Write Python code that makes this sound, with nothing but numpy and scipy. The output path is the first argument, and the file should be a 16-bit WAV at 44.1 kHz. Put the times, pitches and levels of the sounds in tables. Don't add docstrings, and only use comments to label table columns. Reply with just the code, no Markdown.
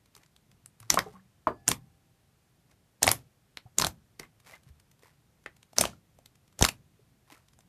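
import sys
import numpy as np
from scipy import signal
from scipy.fft import rfft, irfft, next_fast_len
from scipy.io import wavfile
from scipy.ndimage import map_coordinates

SR = 44100
rng = np.random.default_rng(int(sys.argv[2]) if len(sys.argv) > 2 else 0)


def waveform_to_disk(signal):
    frames = np.transpose(np.atleast_2d(signal))
    scaled = np.clip(frames, -1, 1) * 32767
    samples = np.round(scaled).astype(np.int16)
    wavfile.write(sys.argv[1], SR, samples)


N = 338688


def amp(db):
    return 10 ** (np.asarray(db) / 20)


def unit(x):
    return x / np.sqrt(np.mean(x ** 2) + 1e-20)


def burst(x):
    return x * np.sqrt(SR / 1000 / (np.sum(x ** 2) + 1e-20))


def along(points, hz):
    point_hz, value = np.transpose(points)
    return np.interp(np.log(hz + 1), np.log(point_hz + 1), value)


def filtered(x, response):
    n = x.shape[-1]
    fft_size = next_fast_len(2 * n)
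    spectrum = rfft(x, fft_size) * response(np.fft.rfftfreq(fft_size, 1 / SR))
    return irfft(spectrum, fft_size)[..., :n]


def coloured(x, spectrum):
    return unit(filtered(x, lambda hz: amp(along(spectrum, hz))))


def add(track, start_s, sound):
    i = max(round(start_s * SR), 0)
    track[i:i + len(sound)] += sound[:max(N - i, 0)]


def ring(hz, t60_s, swell_s, drift_oct=0):
    t = np.arange(SR // 4) / SR
    pitch_hz = hz * 2 ** (drift_oct * np.minimum(t * 100, 1))
    envelope = amp(-60 * t / t60_s) * (1 - np.exp(-t / swell_s)) ** 2
    return burst(np.sin(2 * np.pi * np.cumsum(pitch_hz) / SR) * envelope)


# freq_hz, density_db_per_hz
FLOOR_SPECTRUM = [(15, -51), (25, -12.5), (50, -6.5), (129, -0.5), (286, -14), (414, -16.5), (498, -18.5),
                  (569, -19.5), (781, -19.5), (868, -22.5), (1100, -23), (2500, -26.5), (2940, -27),
                  (5120, -29.5), (14000, -32.5)]


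def room_tone(wavers_per_s=7):
    tone = coloured(rng.standard_normal(N), FLOOR_SPECTRUM)
    rumble = filtered(tone, lambda hz: 1 / (1 + (hz / 400) ** 4))
    knots = rng.standard_normal(int(N * wavers_per_s / SR) + 4)
    waver = amp(1.3 * map_coordinates(knots, [np.arange(N) * wavers_per_s / SR]))
    return amp(-66.5) * (tone + (waver - 1) * rumble)


# freq_hz, t60_s
ROOM_DECAY = [(60, 0.49), (150, 0.43), (300, 0.15), (800, 0.15), (2000, 0.13), (6000, 0.1), (14000, 0.13)]
# freq_hz, gain_db
ROOM_COLOUR = [(40, -7.5), (120, 1), (300, -1.5), (700, -1), (1200, -0.5), (3000, -1.5), (7000, -2.5),
               (14000, 0.5)]


def room_tail(onset_s):
    hz, t, bins = signal.stft(rng.standard_normal(SR // 2), SR, nperseg=256)
    decay = amp(-60 * t / along(ROOM_DECAY, hz)[:, None])
    tail = signal.istft(bins * decay, SR, nperseg=256)[1]
    tail = filtered(tail / np.linalg.norm(tail), lambda f: amp(along(ROOM_COLOUR, f)))
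    return tail * (1 - np.exp(-np.arange(len(tail)) / SR / onset_s))


def room(x, count=16):
    wet = np.zeros(N)
    for part in np.array_split(np.arange(N), count):
        add(wet, part[0] / SR, signal.fftconvolve(x[part], room_tail(onset_s=0.0035)))
    return wet


SYMPATHY_START_S = 1.473
# pitch_hz, level_db, t60_s
SYMPATHY_MODES = [(705, -57, .6), (786, -67, 2.6), (1712, -63, .9), (4724, -70, .5)]


def sympathy():
    track = np.zeros(N)
    t = np.arange(2 * SR) / SR
    for pitch_hz, level_db, t60_s in SYMPATHY_MODES:
        add(track, SYMPATHY_START_S, amp(level_db - 60 * t / t60_s) * np.sin(2 * np.pi * pitch_hz * t))
    return track


# start_s, level_db (1 ms energy), pitch_hz, t60_s
THUD_EVENTS = [(0.805, -35.5, 112, 0.45), (1.14, -38.5, 189.5, 0.38), (1.479, -36, 135.8, 0.084),
               (1.69, -30.5, 109.6, .1), (3.078, -23.5, 115.2, 0.14), (3.655, -37, 117.7, 0.11),
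               (3.868, -26.5, 85.5, 0.11), (4.665, -40, 130.6, 0.17), (4.699, -36.5, 75, 0.2),
               (6.6129, -5.5, 54.2, 0.08), (6.6258, -7.5, 99.3, 0.0054)]


def thuds():
    track = np.zeros(N)
    for start_s, level_db, pitch_hz, t60_s in THUD_EVENTS:
        add(track, start_s, amp(level_db) * ring(pitch_hz, t60_s, swell_s=0.00029))
    return track


def bubbles(per_s, centre_hz, spread_db):
    track = np.zeros(N)
    draws = rng.standard_normal((int(per_s * N / SR), 3))
    for k, (late, size, pitch) in enumerate(draws):
        pitch_hz = centre_hz * np.exp(0.59 * np.clip(pitch, -2.5, 2.5))
        cycles = np.arange(SR // 50) * pitch_hz / SR
        blip = np.sin(2 * np.pi * cycles) * np.exp(-cycles / 3) * (1 - np.exp(-2 * cycles))
        add(track, (k + late) / per_s, amp(spread_db * min(size, 2)) * blip)
    return unit(track)


def grains(per_s, spread_db):
    hits = rng.random(N) < per_s / SR
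    size = amp(spread_db * np.minimum(rng.standard_normal(N), 2))
    return unit(hits * rng.choice([-1, 1], N) * size)


FADE_DB = 20


def strokes(rows, attack_s, sag_db_per_s):
    gain = np.zeros(N)
    for start_s, hold_s, level_db, release_s in rows:
        t = np.arange(N) / SR - start_s
        fade = np.maximum(-t, 0) / attack_s + np.maximum(t - hold_s, 0) / release_s
        gain += amp(level_db - sag_db_per_s * np.maximum(t, 0) - FADE_DB * fade)
    return gain


# start_s, hold_s, level_db (before layer gains), release_s
TEAR_STROKES = [(.908, 0.023, -36.5, 0.11), (1.683, .033, -34.5, .035), (3.03, 0.09, -38, 0.069),
                (3.789, 0.075, -36.5, 0.044), (5.781, 0.074, -36.5, 0.065), (6.597, 0.082, -45, 0.067)]
TEAR_ATTACK_S, TEAR_SAG_DB_PER_S = 0.012, 15
# start_s, hold_s, level_db (before layer gains), release_s
SMEAR_STROKES = [(.15, 0.067, -63.5, 0.073), (.815, .025, -60.5, 0.096), (1.07, 0.065, -61.5, 0.085),
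                 (2.71, 0.0038, -62, 0.029), (4.225, 0.014, -56, 0.031), (4.47, 0.081, -51.5, 0.045),
                 (4.68, 0.0085, -62.5, 0.033), (5.035, 0.042, -59.5, 0.079), (7.305, 0.038, -51.5, 0.082)]
SMEAR_ATTACK_S, SMEAR_SAG_DB_PER_S = 0.033, 13.5
# freq_hz, density_db_per_hz
CRACKLE_SPECTRUM = [(100, -17), (350, 5.5), (750, 1), (1600, 0.5), (3000, -0.5), (6500, 0), (10000, -7.5),
                    (14000, -13.5)]
# freq_hz, density_db_per_hz
SHUDDER_SPECTRUM = [(30, -12.5), (60, -2), (130, 0.5), (250, -3.5), (500, -12), (1200, -30), (4000, -69)]
# freq_hz, density_db_per_hz
SMEAR_SPECTRUM = [(200, -12), (500, -6), (1050, -2), (1400, -8), (2050, -2.5), (3000, -9.5), (5000, -10.5),
                  (14000, -16.5)]


def squelch():
    pull = strokes(TEAR_STROKES, TEAR_ATTACK_S, TEAR_SAG_DB_PER_S)
    slide = strokes(SMEAR_STROKES, SMEAR_ATTACK_S, SMEAR_SAG_DB_PER_S)
    tearing = pull * coloured(grains(per_s=2000, spread_db=4), CRACKLE_SPECTRUM)
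    shudder = pull * coloured(rng.standard_normal(N), SHUDDER_SPECTRUM)
    smearing = slide * coloured(grains(per_s=850, spread_db=5.5), SMEAR_SPECTRUM)
    froth = bubbles(per_s=170, centre_hz=1300, spread_db=4.5)
    frothing = (amp(-10) * pull + amp(-7.5) * slide) * froth
    return amp(-3) * tearing + amp(-2.5) * shudder + amp(-5.0) * smearing + frothing


# start_s, level_db (1 ms energy), pitch_hz, swell_s, t60_s, drift_oct_per_10ms
GULP_EVENTS = [(0.9730, -9, 1170, 0.0016, 0.011, -0.35), (1.060, -32, 444, 0.003, 0.073, -.07),
               (1.062, -36, 770, .0037, 0.072, -0.0031), (1.135, -50, 834, 0.0046, .043, .05),
               (1.152, -43, 1146, .0057, 0.031, -0.069), (1.195, -55.5, 1720, 0.0011, .025, 0),
               (1.4703, -12, 1090, 0.00089, 0.0099, -.36), (1.4710, -18, 729, 0.0028, .036, -0.22),
               (1.504, -27, 400, 0.0007, .035, -.1), (3.0778, -14, 741, 0.00036, 0.025, 0.036),
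               (3.661, -52, 781, .002, .02, -.1), (4.196, -31, 380, .002, 0.026, 0.11),
               (4.197, -37, 2070, .0009, 0.0097, -0.042), (4.229, -40.5, 2110, 0.0026, .049, -0.031),
               (4.534, -39.5, 2040, 0.0017, 0.044, 0.023), (5.46, -41, 520, .0006, 0.0083, 0),
               (5.4605, -35.5, 2125, 0.00023, 0.0042, 0), (5.931, -49.5, 1350, 0.0018, 0.022, 0.021),
               (6.612, -22, 890, 0.00048, 0.013, 0), (6.992, -52, 426, .002, 0.046, -0.037)]
# multiple_of_pocket_pitch, density_db_per_hz
GURGLE_SPECTRUM = [(.1, -11), (.5, -4), (1, -3), (1.4, -7.5), (2.5, -24), (5, -39), (12, -47.5)]


def gulps():
    track = np.zeros(N)
    t = np.arange(SR // 8) / SR
    for start_s, level_db, pitch_hz, swell_s, t60_s, drift_oct in GULP_EVENTS:
        add(track, start_s, amp(level_db) * ring(pitch_hz, t60_s, swell_s, drift_oct))
        spectrum = np.multiply(GURGLE_SPECTRUM, [pitch_hz, 1])
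        gurgle = filtered(rng.standard_normal(len(t)), lambda hz: amp(along(spectrum, hz)))
        envelope = np.exp(-t / 0.016) * (1 - np.exp(-t / swell_s))
        add(track, start_s, amp(level_db - 5.0) * burst(gurgle * envelope))
        add(track, start_s, amp(level_db - 20.5) * ring(0.15 * pitch_hz, t60_s=0.014, swell_s=0.0008))
    return track


# freq_hz, density_db_per_hz
RIP_SPECTRUM = [(300, -11.5), (1500, -0.5), (3000, -1), (6500, 0.5), (10000, -0.5), (14000, -3)]


def rip(ragged, film_hz, lead_s):
    t = np.arange(SR // 40) / SR - lead_s
    swelling = (0.59 + 0.78 * ragged) * np.exp(-np.abs(t) / (0.001 + 0.0011 * ragged))
    dying = np.exp(-np.abs(t) / (0.0013 + 0.0019 * ragged))

    def response(hz):
        return amp(along(RIP_SPECTRUM, hz)) / np.hypot(1, (hz / (3 * film_hz)) ** 2)

    hiss = filtered(rng.standard_normal(len(t)), response)
    return burst(hiss * np.where(t < 0, swelling, dying))


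# start_s, end_s
KNEADING_SPELLS = [(0, 0.28), (2.7, 2.78), (4.4, 5.1), (5.4, 5.6), (6.3, 6.75), (7.45, 7.8)]
TINY_PER_S = 11
TINY_SNAP_DB, TINY_PLOP_DB, TINY_SPREAD_DB = -57, -64, 2.5
TINY_FILM_HZ, TINY_POCKET_HZ, TINY_SPREAD_OCT, TINY_RAGGED = 3574, 1427, 0.4, 0.7


def tiny_pops():
    rows = []
    for start_s, end_s in KNEADING_SPELLS:
        length_s = end_s - start_s
        count = max(round(length_s * TINY_PER_S), 1)
        for k in range(count):
            pop_s = start_s + length_s * (k + rng.random()) / count
            snap_db, plop_db = rng.normal([TINY_SNAP_DB, TINY_PLOP_DB], TINY_SPREAD_DB)
            film, pocket = 2 ** (TINY_SPREAD_OCT * rng.standard_normal(2))
            rows.append((pop_s, snap_db, TINY_FILM_HZ * film, TINY_RAGGED, plop_db, TINY_POCKET_HZ * pocket))
    return rows


# start_s, snap_db, film_hz, ragged (0-1), plop_db (before mode gains), pocket_hz
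POP_EVENTS = [(0.152, -45.5, 4600, 0.44, -54, 960), (0.1654, -46, 9200, 0.5, -49, 1160),
              (0.2353, -54, 2200, 0.9, -54, 1980), (0.3642, -50, 3370, 0.3, -75, 900),
              (0.516, -54.5, 3400, .55, -62.5, 2000), (0.6604, -38, 9150, 0.12, -72.5, 900),
              (0.8029, -43, 10200, .4, -50.5, 1400), (0.8292, -51, 2806, 1, -46.5, 1250),
              (0.9031, -6, 6050, 0.2, -20.5, 1180), (0.9426, -19, 8300, 0.5, -19.5, 675),
              (0.9906, -19, 5270, 0.41, -15.5, 1873), (1.6802, -10.5, 6700, 0.13, -24.5, 1450),
              (1.6879, -13, 9600, .05, -24, 670), (1.716, -16, 3382, 0.57, -21.5, 996),
              (3.023, -34, 2160, 1, -20, 769.5), (3.0305, -7, 6800, .25, -18, 1950),
              (3.0422, -23, 3700, 0, -19.5, 700), (3.0684, -18, 9350, 0, -17.5, 1034),
              (3.0777, -10.5, 2140, .4, -19, 640), (3.0905, -15, 4570, .3, -22, 1140),
              (3.116, -10, 10930, 0.35, -18.5, 1100), (3.5725, -31.5, 4000, 0.06, -31.5, 2096),
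              (3.7855, -7.5, 7000, 0.05, -29.5, 381), (3.7988, -21, 4600, 0.54, -19, 1080),
              (3.8154, -18, 5400, .2, -34, 870), (3.8214, -17.5, 4200, 0.1, -21.5, 914),
              (3.8236, -24.5, 5600, 0.66, -19, 1090), (3.8406, -34, 2700, 0.46, -18, 1340),
              (3.8468, -16, 3750, 0.25, -20, 715), (3.8685, -19, 7050, 0.51, -23.5, 717),
              (4.1975, -32, 4280, 0.53, -35, 376), (5.4619, -33.5, 2702, 0, -27.5, 1760),
              (5.63, -47.5, 3110, 0.47, -58, 991), (5.7326, -51.5, 4250, .8, -44, 723),
              (5.7672, -37.5, 2180, 1, -38, 1680), (5.7848, -7.5, 5970, 0.11, -18.5, 655),
              (5.8119, -9.5, 8630, .6, -15, 644), (5.839, -31, 2900, 0.77, -18, 1170),
              (5.854, -23, 3110, 0.17, -20.5, 658), (6.1886, -55, 7545, .6, -46, 660),
              (6.26, -43, 4080, 0.44, -76, 1545), (6.5925, -29.5, 6550, 0.34, -37.5, 601),
              (6.6116, -25, 5870, 0.7, -21.5, 726), (6.6246, -10.5, 6300, 0, -24.5, 464),
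              (6.6258, -12, 3540, 0.55, -22, 381), (6.642, -15, 2220, 0.44, -20, 710),
              (6.6503, -11, 4150, 0.56, -14.5, 1085), (6.6637, -24, 4050, 0.6, -26.5, 1120),
              (6.6884, -18.5, 2685, .6, -26, 700), (7.4858, -53.5, 3560, 0.53, -75, 898),
              (7.5899, -51, 7400, 0.2, -51.5, 710)]


def pops():
    track = np.zeros(N)
    lead_s = 0.007
    for start_s, snap_db, film_hz, ragged, plop_db, pocket_hz in list(POP_EVENTS) + tiny_pops():
        ragged = np.clip(ragged, 0, 1)
        noisy = np.clip(0.05 + 1.25 * ragged, 0, 0.95)
        film = ring(film_hz, t60_s=10 / film_hz, swell_s=0.5 / film_hz)
        add(track, start_s - 0.0001, amp(snap_db) * np.sqrt(1 - noisy) * film)
        add(track, start_s - lead_s, amp(snap_db) * np.sqrt(noisy) * rip(ragged, film_hz, lead_s))
        pocket = ring(pocket_hz, t60_s=7 / pocket_hz, swell_s=0.2 / pocket_hz, drift_oct=-0.084)
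        add(track, start_s, amp(plop_db - 2.0) * pocket)
        higher_mode = ring(pocket_hz * rng.uniform(1.4, 2.0), t60_s=0.004, swell_s=0.0001)
        add(track, start_s, amp(plop_db - 13.5) * higher_mode)
        air_push = ring(370, t60_s=0.0045, swell_s=0.00049)
        add(track, start_s, amp(plop_db - 11.0) * air_push)
    return track


def scene():
    slime = pops() + gulps() + squelch()
    blows = thuds()
    wet = amp(-8.5) * room(slime + amp(-15) * blows)
    mid = slime + blows + wet + sympathy() + room_tone()
    side = amp(-18) * filtered(room(slime), lambda hz: 1 / (1 + (4500 / (hz + 1)) ** 12))
    return np.array([mid + side, mid - side])


TOP_HZ = 14100


def record(dry):
    limited = dry / (1 + np.abs(dry / 0.85) ** 6) ** (1 / 6)
    thin = signal.sosfilt(signal.butter(4, 36, "highpass", fs=SR, output="sos"), limited)
    return filtered(thin, lambda hz: amp(-np.clip(hz - TOP_HZ, 0, 2400) / 20))


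dry = scene()
out = record(dry)
waveform_to_disk(out)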